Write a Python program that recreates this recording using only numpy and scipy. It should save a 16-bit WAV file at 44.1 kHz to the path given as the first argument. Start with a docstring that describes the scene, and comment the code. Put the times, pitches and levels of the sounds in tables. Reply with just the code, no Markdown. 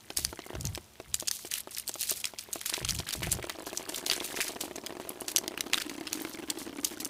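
"""Ice on leaves at night

Outdoors at a bush, phone microphone close in. A hand bends ice-coated leaves and slides the shell off
one: the glaze snaps in tiny ringing cracks, crumbles and scrapes over the leaf. Just overhead, drops
tap on taut umbrella fabric, singly and then in a patter. A few gusts buffet the microphone."""
import sys
import numpy as np
from scipy import signal
from scipy.fft import rfft, irfft
from scipy.io import wavfile
from scipy.ndimage import uniform_filter1d

SR = 44100
rng = np.random.default_rng(int(sys.argv[2]) if len(sys.argv) > 2 else 0)


def generate_wav(signal):
    """Clip the signal to [-1, 1] and save it as 16-bit WAV at the path in sys.argv[1]."""
    frames = np.transpose(np.atleast_2d(signal))
    scaled = np.clip(frames, -1, 1) * 32767
    pcm = np.round(scaled).astype(np.int16)
    wavfile.write(sys.argv[1], SR, pcm)


N = 312757
TIME = np.arange(N) / SR
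TOP_HZ = 15500
BANDS_HZ = np.geomspace(200, 16000, 40)

# snaps of the glaze, close in: (time [s], level over 1 ms [dB], centre [Hz], spread [octaves],
# delay of a second snap or 0 for none [s], force of the crumbling around it [dB])
CRACKS = [(0.103, -31.5, 3870, 0.48, 0.0019, -55), (0.1724, -16, 6560, 0.22, 0, -37),
          (0.249, -15, 6030, .63, 0, -60), (0.6094, -30.5, 6940, 0.5, 0.0012, -55),
          (0.653, -24, 6300, .5, 0.018, -43), (0.7496, -27.5, 5180, 0.84, 0.007, -62),
          (1.1424, -16.5, 7120, 0.63, 0.0017, -42), (1.1995, -26, 7000, .54, 0.0086, -45),
          (1.274, -25, 7200, 0.52, 0.003, -54), (1.2822, -18, 6760, 0.71, 0.0036, -49),
          (1.3127, -17.5, 6300, 0.9, 0, -63), (1.5388, -19, 7800, 1.13, 0, -43),
          (1.7836, -23.5, 9040, 0.51, .0144, -49), (1.8783, -23, 8200, 0.53, 0.0081, -60),
          (1.893, -23.5, 7600, 0.58, 0, -63), (1.941, -27.5, 7140, 0.23, 0, -70),
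          (2.029, -23, 6800, 0.81, 0.0056, -52), (2.095, -21, 7250, 0.26, 0.0021, -31),
          (2.243, -20, 4000, 0.7, 0, -51), (2.2542, -22, 5360, 0.49, 0.0011, -40.5),
          (2.3867, -28, 5560, 0.55, 0.0053, -41), (2.53, -22, 8200, 0.43, 0.0044, -36),
          (2.613, -29, 5570, 1.14, 0.0015, -47), (2.66, -24.5, 7000, 1.08, 0.0011, -34),
          (2.696, -26, 4470, 0.88, 0.003, -41), (2.739, -20, 3860, 0.65, .004, -44),
          (2.848, -22, 4250, 0.69, 0.0026, -47), (2.889, -20, 6400, 1.17, 0.0047, -34),
          (2.9072, -23, 5760, .2, 0.0005, -66), (2.9493, -29, 7240, 0.79, 0.004, -52),
          (2.9887, -26.5, 4120, 0.46, 0.014, -43), (3.0896, -24.5, 4760, 0.74, 0.018, -52),
          (3.131, -22, 5600, 1, 0.0067, -34), (3.2303, -25.5, 2900, 1, 0.0028, -36),
          (3.3183, -15.5, 9240, 0.25, 0.0077, -37), (3.4964, -24.5, 3200, 1, 0.0042, -49),
          (3.7738, -21.5, 6000, 0.24, 0.0026, -52), (3.892, -27.5, 7260, 0.57, 0.0041, -37.5),
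          (3.945, -27, 3930, 0.23, 0.00082, -60), (3.96, -26.5, 7260, 0.82, .021, -44),
          (4.064, -23, 6050, 0.64, 0.00061, -33), (4.0992, -14.5, 3930, 0.7, 0.014, -59),
          (4.1178, -23, 3220, 0.32, 0.0073, -42.5), (4.1339, -22.5, 4250, .7, 0, -35.5),
          (4.203, -25.5, 3400, 0.38, 0, -52), (4.246, -29.5, 9100, 0.67, .006, -57),
          (4.4044, -21.5, 2480, 0.53, 0.0056, -58), (4.4085, -22.5, 7520, 0.66, .007, -36),
          (4.486, -32, 6800, .65, 0.0051, -47), (4.61, -25, 6950, 1.06, 0.0014, -34),
          (4.7589, -31, 7700, 0.42, 0.005, -54), (4.863, -26, 5000, 0.88, .005, -53),
          (5.092, -26.5, 10800, 0.32, 0.00097, -46.5), (5.2095, -31, 10700, 0.15, 0.0011, -45.5),
          (5.282, -23.5, 5440, 0.77, 0.0014, -37), (5.3619, -11, 5860, 0.43, 0, -50),
          (5.3698, -15.5, 6100, 0.49, 0, -57), (5.382, -19, 6300, 0.77, 0.004, -58),
          (5.479, -22, 6600, 0.75, 0, -58), (5.5764, -24, 2100, 0.34, 0, -58),
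          (5.6076, -19, 4550, .7, 0.00057, -55), (5.7341, -13, 3430, 0.72, 0.0088, -36),
          (5.7783, -21.5, 3200, 0.7, 0.0046, -54), (5.818, -26.5, 4530, 0.94, 0.0033, -64),
          (5.896, -32.5, 4530, 0.95, 0.0033, -48), (6.0705, -27.5, 3260, 0.66, 0.0055, -53),
          (6.13, -21.5, 6780, 1.04, 0.0002, -37), (6.5009, -19, 7240, 0.63, 0.0034, -45),
          (6.8467, -16, 7140, 0.5, 0.003, -36.5), (7.0478, -23, 9500, 0.5, 0.0065, -47)]
# shiver of the stiff leaf after a snap: (frequency [Hz], relative density [dB])
LEAF_SPECTRUM = [(500, -33), (1400, 2.5), (2200, -10), (2900, 11), (3800, 6.5), (4700, 12), (6200, -36),
                 (8500, 15.5), (15000, -16.5)]
# fingers push ice along the leaf:
# (time [s], length [s], force [dB], fade over the length [dB], force of crunch relative to fizz [dB])
STROKES = [(0.164, 0.15, -32, 18, -19), (1.31, 0.17, -40, 8.5, -35), (1.504, 0.1, -40.5, -0.5, -7),
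           (1.708, 0.046, -48.5, -4, -17), (1.765, 0.058, -35, 21, -9), (1.86, 0.17, -54, -11, -36),
           (1.993, 0.13, -41.5, -2.5, -18), (2.136, 0.077, -47.5, -6.5, -17), (2.73, 0.081, -41.5, 8, -1),
           (3.068, 0.053, -38.5, 30, 7), (3.308, 0.023, -43, -6.5, -7.5), (3.423, 0.029, -57.5, 12, 18),
           (3.663, 0.066, -32.5, 35, -24), (3.734, 0.069, -49.5, -5.5, -28), (3.934, 0.063, -54, -14, -9),
           (4.224, 0.13, -40.5, 8, -17), (4.359, 0.17, -39, 12.5, -3.5), (5.01, 0.075, -51, 14, 2),
           (5.8, 0.064, -40.5, 23, 5), (6.199, 0.15, -44.5, 9, -20), (6.584, 0.067, -44, 4, -17),
           (6.851, 0.092, -51, -2, -23), (6.999, 0.04, -33.5, 28, -27)]
# ice sliding on the leaf: (frequency [Hz], relative density [dB])
SLIDE_SPECTRUM = [(1200, -28), (2500, -4), (4000, 4), (6000, 3), (9000, 2), (12000, 1.5), (15500, -5)]
# loose crumbs and rustling leaves: (time [s], level [dB])
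RUSTLE = [(0, -59), (.5, -51.5), (.9, -64.5), (1.3, -58), (1.85, -59), (2.2, -64), (2.5, -55.5), (2.7, -46),
          (3.5, -52.5), (4.3, -46.5), (4.8, -57.5), (5.6, -58), (6.15, -50), (6.7, -55), (7.09, -51.5)]

# modes of the fabric overhead: (frequency [Hz], t60 [s], relative level [dB])
FABRIC_MODES = [(217, 0.095, -27), (306, 0.056, -6.5), (359.6, 0.053, 2.5), (424, 0.082, -9),
                (521, 0.022, 1.5), (648, 0.044, -1), (786, 0.022, -3.5), (976, 0.015, -2),
                (1140, 0.065, -26)]
# the fabric booms more as the phone moves under it: (time [s], gain of its deep modes [dB])
FABRIC_BOOM = [(0, 2.5), (3.3, -14), (4.2, 2.5), (5.5, 5), (6.0, 53), (7.09, 43)]
# a drop's slap on the fabric: (frequency [Hz], relative density [dB])
SLAP_SPECTRUM = [(300, -11.5), (700, 2), (1200, 0.5), (1900, -1), (2900, -3), (5000, -12), (12000, -20.5)]
# the steady drip's slightly wavering pace: (time [s], gap between drops [s])
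DRIP_PACE = [(0, .2242), (1.5, .2242), (1.7, .221), (3.2, .221), (3.5, .228), (4.9, .216), (5.4, .228),
             (7, .222)]
# size of the drip's drops: (time [s], ring level over 10 ms [dB])
DRIP_SIZE = [(0, -39.5), (.6, -36), (1.3, -40.5), (1.9, -42), (2.12, -37.5), (2.33, -46), (2.56, -37),
             (7.09, -42)]
# stray heavy drops: (time [s], relative level [dB], slap relative to the fabric's ring [dB])
HEAVY_DROPS = [(0.188, -40.5, -4), (0.391, -37.5, -4), (0.464, -43.5, -3), (0.504, -37.5, -8.5),
               (0.532, -41, -7), (0.645, -44, -4.5), (1.956, -43, 2.5), (2.488, -46, -7),
               (2.726, -41.5, -10), (2.816, -39, -8), (3.152, -39, -12), (3.27, -36, -1),
               (3.388, -37.5, -13), (3.587, -38.5, -7), (3.73, -36, -5), (4.211, -35, -8), (4.389, -34, -8),
               (4.637, -36, -9), (5.429, -46, -12), (6.01, -34.5, -4.5), (6.211, -37, -6),
               (6.25, -33.5, -1.5), (6.437, -35.5, -9), (6.674, -35, -32)]
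# the patter of small drops swells halfway: (time [s], relative level [dB])
PATTER = [(0, -59), (0.6, -54), (1.0, -66), (2.3, -61.5), (3.3, -48.5), (4.0, -45.5), (6.0, -44),
          (7.09, -45.5)]

# gusts on the microphone: (time [s], length [s], relative level [dB])
GUSTS = [(0.157, 0.13, -46), (0.53, 0.068, -36.5), (0.637, 0.054, -33), (1.056, 0.09, -52.5),
         (2.801, 0.19, -38), (3.148, 0.24, -39)]
# eddies at the microphone port: (frequency [Hz], relative density [dB])
EDDY_SPECTRUM = [(20, -36), (45, -3), (70, 6.5), (130, 3), (200, -7.5), (350, -37), (800, -26), (3000, -47)]
# hollow knocks within a gust: (frequency [Hz], relative density [dB])
BUFFET_SPECTRUM = [(100, -12), (220, 3.5), (330, 1), (500, -8.5), (1000, -27), (3000, -78)]
# night air, far off: (frequency [Hz], relative density [dB])
NIGHT_SPECTRUM = [(20, -43), (60, 5.5), (110, -5), (200, -3.5), (400, -3), (700, -4), (1500, -10.5),
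                  (4000, -9.5), (15000, -16.5)]
# faint distant hum: (frequency [Hz], peak level [dB])
HUM = [(216.6, -67), (109, -73.5)]


def snap(hz, octaves, fall_s=0.00084, ring_s=0.0019, ring_db=-4, leaf_s=0.0032, leaf_db=-12):
    """One fracture: a burst that dies in a millisecond, a ringing flake of ice and the leaf's shiver."""
    t = TIME[:1200]
    noise = rng.standard_normal((2, len(t)))
    bell = np.exp(-(np.log2(BANDS_HZ / hz) / octaves) ** 2 / 2) * hz / BANDS_HZ
    sizzle = undb(-32) ** 2 * (1 + (BANDS_HZ / 3500) ** 2)
    # the fracture runs at full strength for a moment before it dies
    burst = np.tanh(2 * noise[0]) * np.exp(-(t / fall_s) ** 2 / 2)
    crack = colour(burst, rippled(10 * np.log10(bell + sizzle)), size=512)
    # the flake's strongest mode lies at the centre, weaker ones scatter around it
    order = np.arange(3)[:, None]
    offsets = octaves * np.sign(order) * rng.uniform(-0.95, 1, (3, 1))
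    modes_hz = np.minimum(hz * 2 ** offsets, TOP_HZ)
    ring = (np.sin(2 * np.pi * modes_hz * t) / np.sqrt(1 + order)).sum(0) * np.exp(-t / ring_s)
    leaf = colour(noise[1] * np.exp(-t / leaf_s), rippled(outline(LEAF_SPECTRUM)), size=512)
    return packed(unit(crack) + undb(ring_db) * unit(ring) + undb(leaf_db) * unit(leaf), seconds=0.001)


def ice_cracks(second_db=-1.5):
    """Close to the microphone the glaze breaks as the leaf bends; often the fracture jumps once more."""
    out = np.zeros(N)
    for s, db, hz, octaves, delay, _ in CRACKS:
        first, second = snap(hz, octaves), snap(hz, octaves)
        add(out, s, undb(db) * first)
        if delay > 0:
            add(out, s + delay, undb(db + second_db) * second)
    return out


def sliding_ice(fizz_db=-2.5, splinter_db=-4.5, crunch_db=0.5, slip_db=2.5, slip_hz=110):
    """Under the fingers ice fizzes over the leaf and splinters, larger pieces crunch, crumbs tick."""
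    # the ice catches and slips, so the force is never even
    fine, coarse = rubbing_force() * undb(slip_db * wander(slip_hz))
    splinters = chips(centre_hz=9030, range_octaves=0.57, spread_db=5, most_db=14, count=330)
    crunch = chips(centre_hz=2680, range_octaves=0.616, spread_db=3.5, most_db=14, count=3600)
    crumbs = chips(centre_hz=3745, range_octaves=1.52, spread_db=6, most_db=13.5, count=1500)
    scrape = undb(fizz_db) * fizz() + undb(splinter_db) * splinters
    return fine * scrape + undb(crunch_db) * coarse * crunch + undb(curve(RUSTLE)) * crumbs


def rubbing_force(grip_s=0.0025, release_s=0.0056, lead_s=0.007, crumble_s=0.028, thick_ice_hz=3330):
    """Force behind the fine fizz and the coarse crunch: finger strokes, and crumbling at each snap."""
    t = TIME[:SR // 2]
    pushes = []
    for s, length, db, fade_db, coarse_db in STROKES:
        force = undb(db - fade_db * np.minimum(t / length, 1)) * swell(grip_s, length, release_s)
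        pushes.append((s, force, coarse_db))
    for s, _, hz, _, _, db in CRACKS:
        force = undb(db) * swell(lead_s, lead_s, crumble_s)
        coarse_db = -12.5 * np.log2(hz / thick_ice_hz)  # lower snaps are thicker ice and crunch more
        pushes.append((s - lead_s, force, coarse_db))  # the ice starts to give before it snaps
    fine, coarse = np.zeros((2, N))
    for s, force, coarse_db in pushes:
        add(fine, s, force)
        add(coarse, s, force * undb(coarse_db))
    return np.array([fine, coarse])


def chips(centre_hz, range_octaves, spread_db, most_db, count):
    """A shower of tiny snaps from flakes of many sizes, each with its own pitch; rms 1."""
    flakes = [snap(centre_hz * 2 ** (range_octaves * u), octaves=0.35) for u in np.linspace(-1, 1, 36)]
    out = np.zeros(N)
    for k, (when, flake, luck) in enumerate(rng.random((count, 3))):
        db = min(-spread_db * np.log(1 - luck), most_db)
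        add(out, TIME[-1] * (k + 2 * when) / count, undb(db) * flakes[int(flake * len(flakes))])
    return unit(out)


def fizz(friction_db=-2, grain_s=0.00017):
    """Countless microscopic fractures over a smooth friction hiss; rms 1."""
    pulses = grains(per_s=1100, spread_db=8, most_db=13)
    decay = np.exp(-2 * TIME[:256] / grain_s)
    energy = np.maximum(signal.oaconvolve(pulses ** 2, decay)[:N], 0)
    fractures = unit(np.sqrt(energy) * rng.standard_normal(N))
    friction = undb(friction_db) * rng.standard_normal(N)
    return unit(colour(fractures + friction, SLIDE_SPECTRUM))


def near_echo(x, wet_db=-19, t60=0.1, gap_s=0.002):
    """Hand, foliage and fabric scatter a brief faint echo back to the microphone."""
    t = TIME[:6000]
    echo = rng.standard_normal(len(t)) * undb(-60 * t / t60) * (t > gap_s)
    return x + undb(wet_db) * signal.oaconvolve(x, packed(echo, seconds=1 / SR))[:N]


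def fabric_ring(boom_db, scatter_db=2, detune=0.044, boom_hz=305, boom_octaves=0.19):
    """The taut fabric's modes, weighted differently wherever a drop lands."""
    t = TIME[:3000]
    hz, t60, db = np.array(FABRIC_MODES).T[:, :, None]
    chance = rng.standard_normal((2, len(hz), 1))
    boom_share = np.exp(-(np.log2(hz / boom_hz) / boom_octaves) ** 2)
    db = db + scatter_db * chance[0] + boom_db * boom_share
    modes = undb(db - 60 * t / t60) * np.cos(2 * np.pi * hz * (1 + detune * chance[1]) * t)
    # the soft drop pushes for a fraction of a millisecond, which dulls the ring
    ring = signal.sosfilt(signal.butter(2, 1300, fs=SR, output="sos"), modes.sum(0))
    return packed(ring, seconds=0.01)


def drop(s, slap_db, splash_s=0.0041):
    """A drop slaps the fabric above the microphone, splashes and leaves it ringing."""
    ring = fabric_ring(curve(FABRIC_BOOM, s))
    splash = 0.25 * rng.standard_normal(len(ring)) * np.exp(-TIME[:len(ring)] / splash_s)
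    splash[0] += 2  # the impact itself
    slap = colour(splash, rippled(outline(SLAP_SPECTRUM)), size=512)
    return ring + undb(slap_db) * packed(slap, seconds=0.01)


def drip(start_s=0.104, scatter_db=0.2):
    """Water gathers at one point and falls on the fabric at a nearly even pace."""
    out, s = np.zeros(N), start_s
    while s < TIME[-1]:
        db = curve(DRIP_SIZE, s) + scatter_db * rng.standard_normal()
        add(out, s, undb(db) * drop(s, slap_db=-4))
        s += curve(DRIP_PACE, s)
    return out


def rain(heavy_db=-1, small_db=0.5, scatter_db=5, patter_start_s=3.3, count=170):
    """A few heavy drops stray onto the fabric; halfway a patter of small ones begins."""
    out = np.zeros(N)
    for s, db, slap_db in HEAVY_DROPS:
        add(out, s, undb(db + heavy_db) * drop(s, slap_db))
    for k, (when, size) in enumerate(rng.random((count, 2))):
        s = patter_start_s + (TIME[-1] - patter_start_s) * (k + 2 * when) / count
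        db = curve(PATTER, s) + small_db + scatter_db * (2 * size - 1)
        add(out, s, undb(db) * drop(s, slap_db=-5))
    return out


def drizzle(gain_db=-8):
    """The finest drops merge and keep the fabric softly droning overhead."""
    drone = signal.oaconvolve(rng.standard_normal(N), fabric_ring(boom_db=12))[:N]
    return unit(drone) * undb(curve(PATTER) + gain_db)


def wind(flutter_db=1.96, flutter_hz=25, gain_db=-1, steady_s=0.061, buffet_db=-45, calm_db=-67):
    """Eddies tumble over the microphone port; the strongest gusts break up into hollow knocks."""
    gust = np.full(N, undb(calm_db))
    for s, length, db in GUSTS:
        add(gust, s, undb(db) * swell(attack_s=0.027, hold_s=length, release_s=0.037))
    eddies = colour(rng.standard_normal(N), EDDY_SPECTRUM, size=8192)
    eddies /= np.sqrt(uniform_filter1d(eddies ** 2, int(steady_s * SR)) + 1e-12)  # even out the level
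    knocks = unit(colour(grains(per_s=120, spread_db=3, most_db=10), BUFFET_SPECTRUM, size=2048))
    rumble = eddies * gust * undb(gain_db + flutter_db * wander(flutter_hz))
    return rumble + knocks * undb(buffet_db) * (gust / gust.max()) ** 1.75


def night(air_db=-58.5, waver_db=1):
    """Far behind the bush: rumble, soft hiss and a faint hum."""
    air = unit(colour(rng.standard_normal(N), NIGHT_SPECTRUM, size=8192))
    hum = sum(undb(db) * np.sin(2 * np.pi * hz * TIME + wander(10)) for hz, db in HUM)
    return air * undb(air_db + waver_db * wander(6.4)) + hum


def undb(db):
    """Decibels to gain."""
    return 10 ** (np.asarray(db) / 20)


def curve(table, s=TIME):
    """Read a (time, value) table at time s along straight lines."""
    return np.interp(s, *np.transpose(table))


def unit(x):
    """Scale to rms 1."""
    return x / np.sqrt(np.mean(x ** 2))


def packed(x, seconds):
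    """Scale a burst to the energy of rms 1 lasting so long."""
    return x * np.sqrt(seconds * SR / np.sum(x ** 2))


def add(out, s, sound):
    """Mix a short sound in at time s."""
    i = max(int(s * SR), 0)
    out[i:i + len(sound)] += sound[:max(N - i, 0)]


def colour(x, points, size=1024):
    """Minimum-phase filter with the outline (frequency [Hz], gain [dB])."""
    hz, db = np.transpose(points)
    grid = np.maximum(np.fft.rfftfreq(size, 1 / SR), 1)
    gain = undb(np.interp(np.log(grid), np.log(hz), db))
    cepstrum = irfft(np.log(gain))
    cepstrum[1:size // 2] *= 2
    cepstrum[size // 2 + 1:] = 0
    return signal.fftconvolve(x, irfft(np.exp(rfft(cepstrum))))[:len(x)]


def outline(points):
    """Read (frequency [Hz], level [dB]) points at BANDS_HZ."""
    hz, db = np.transpose(points)
    return np.interp(np.log(BANDS_HZ), np.log(hz), db)


def rippled(db, ripple_db=3.8):
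    """Every piece of ice and spot of fabric adds its own peaks and dips to an outline."""
    return np.c_[BANDS_HZ, db + ripple_db * rng.standard_normal(len(BANDS_HZ))]


def wander(rate_hz):
    """Random drift through rate_hz points a second; rms 1."""
    knots = rng.standard_normal(4096)
    return unit(np.interp(TIME * rate_hz, np.arange(len(knots)), knots))


def grains(per_s, spread_db, most_db):
    """Random impulses of uneven size; rms 1."""
    sizes = undb(np.minimum(spread_db * rng.exponential(size=N), most_db))
    return unit((rng.random(N) < per_s / SR) * sizes * rng.choice([-1, 1], N))


def swell(attack_s, hold_s, release_s):
    """Envelope that rises, holds until hold_s and dies away."""
    t = TIME[:SR // 2]
    return np.minimum(t / attack_s, 1) * np.exp(-np.maximum(t - hold_s, 0) / release_s)


def scene():
    """One microphone: ice close in, rain just overhead, open night air beyond."""
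    ice = near_echo(ice_cracks() + sliding_ice())
    return (ice + drip() + rain() + drizzle() + wind() + night())[None]


def record(dry):
    """The phone cuts the top of the treble."""
    return signal.sosfilt(signal.ellip(10, 0.2, 70, TOP_HZ, fs=SR, output="sos"), dry)


dry = scene()
out = record(dry)
generate_wav(out)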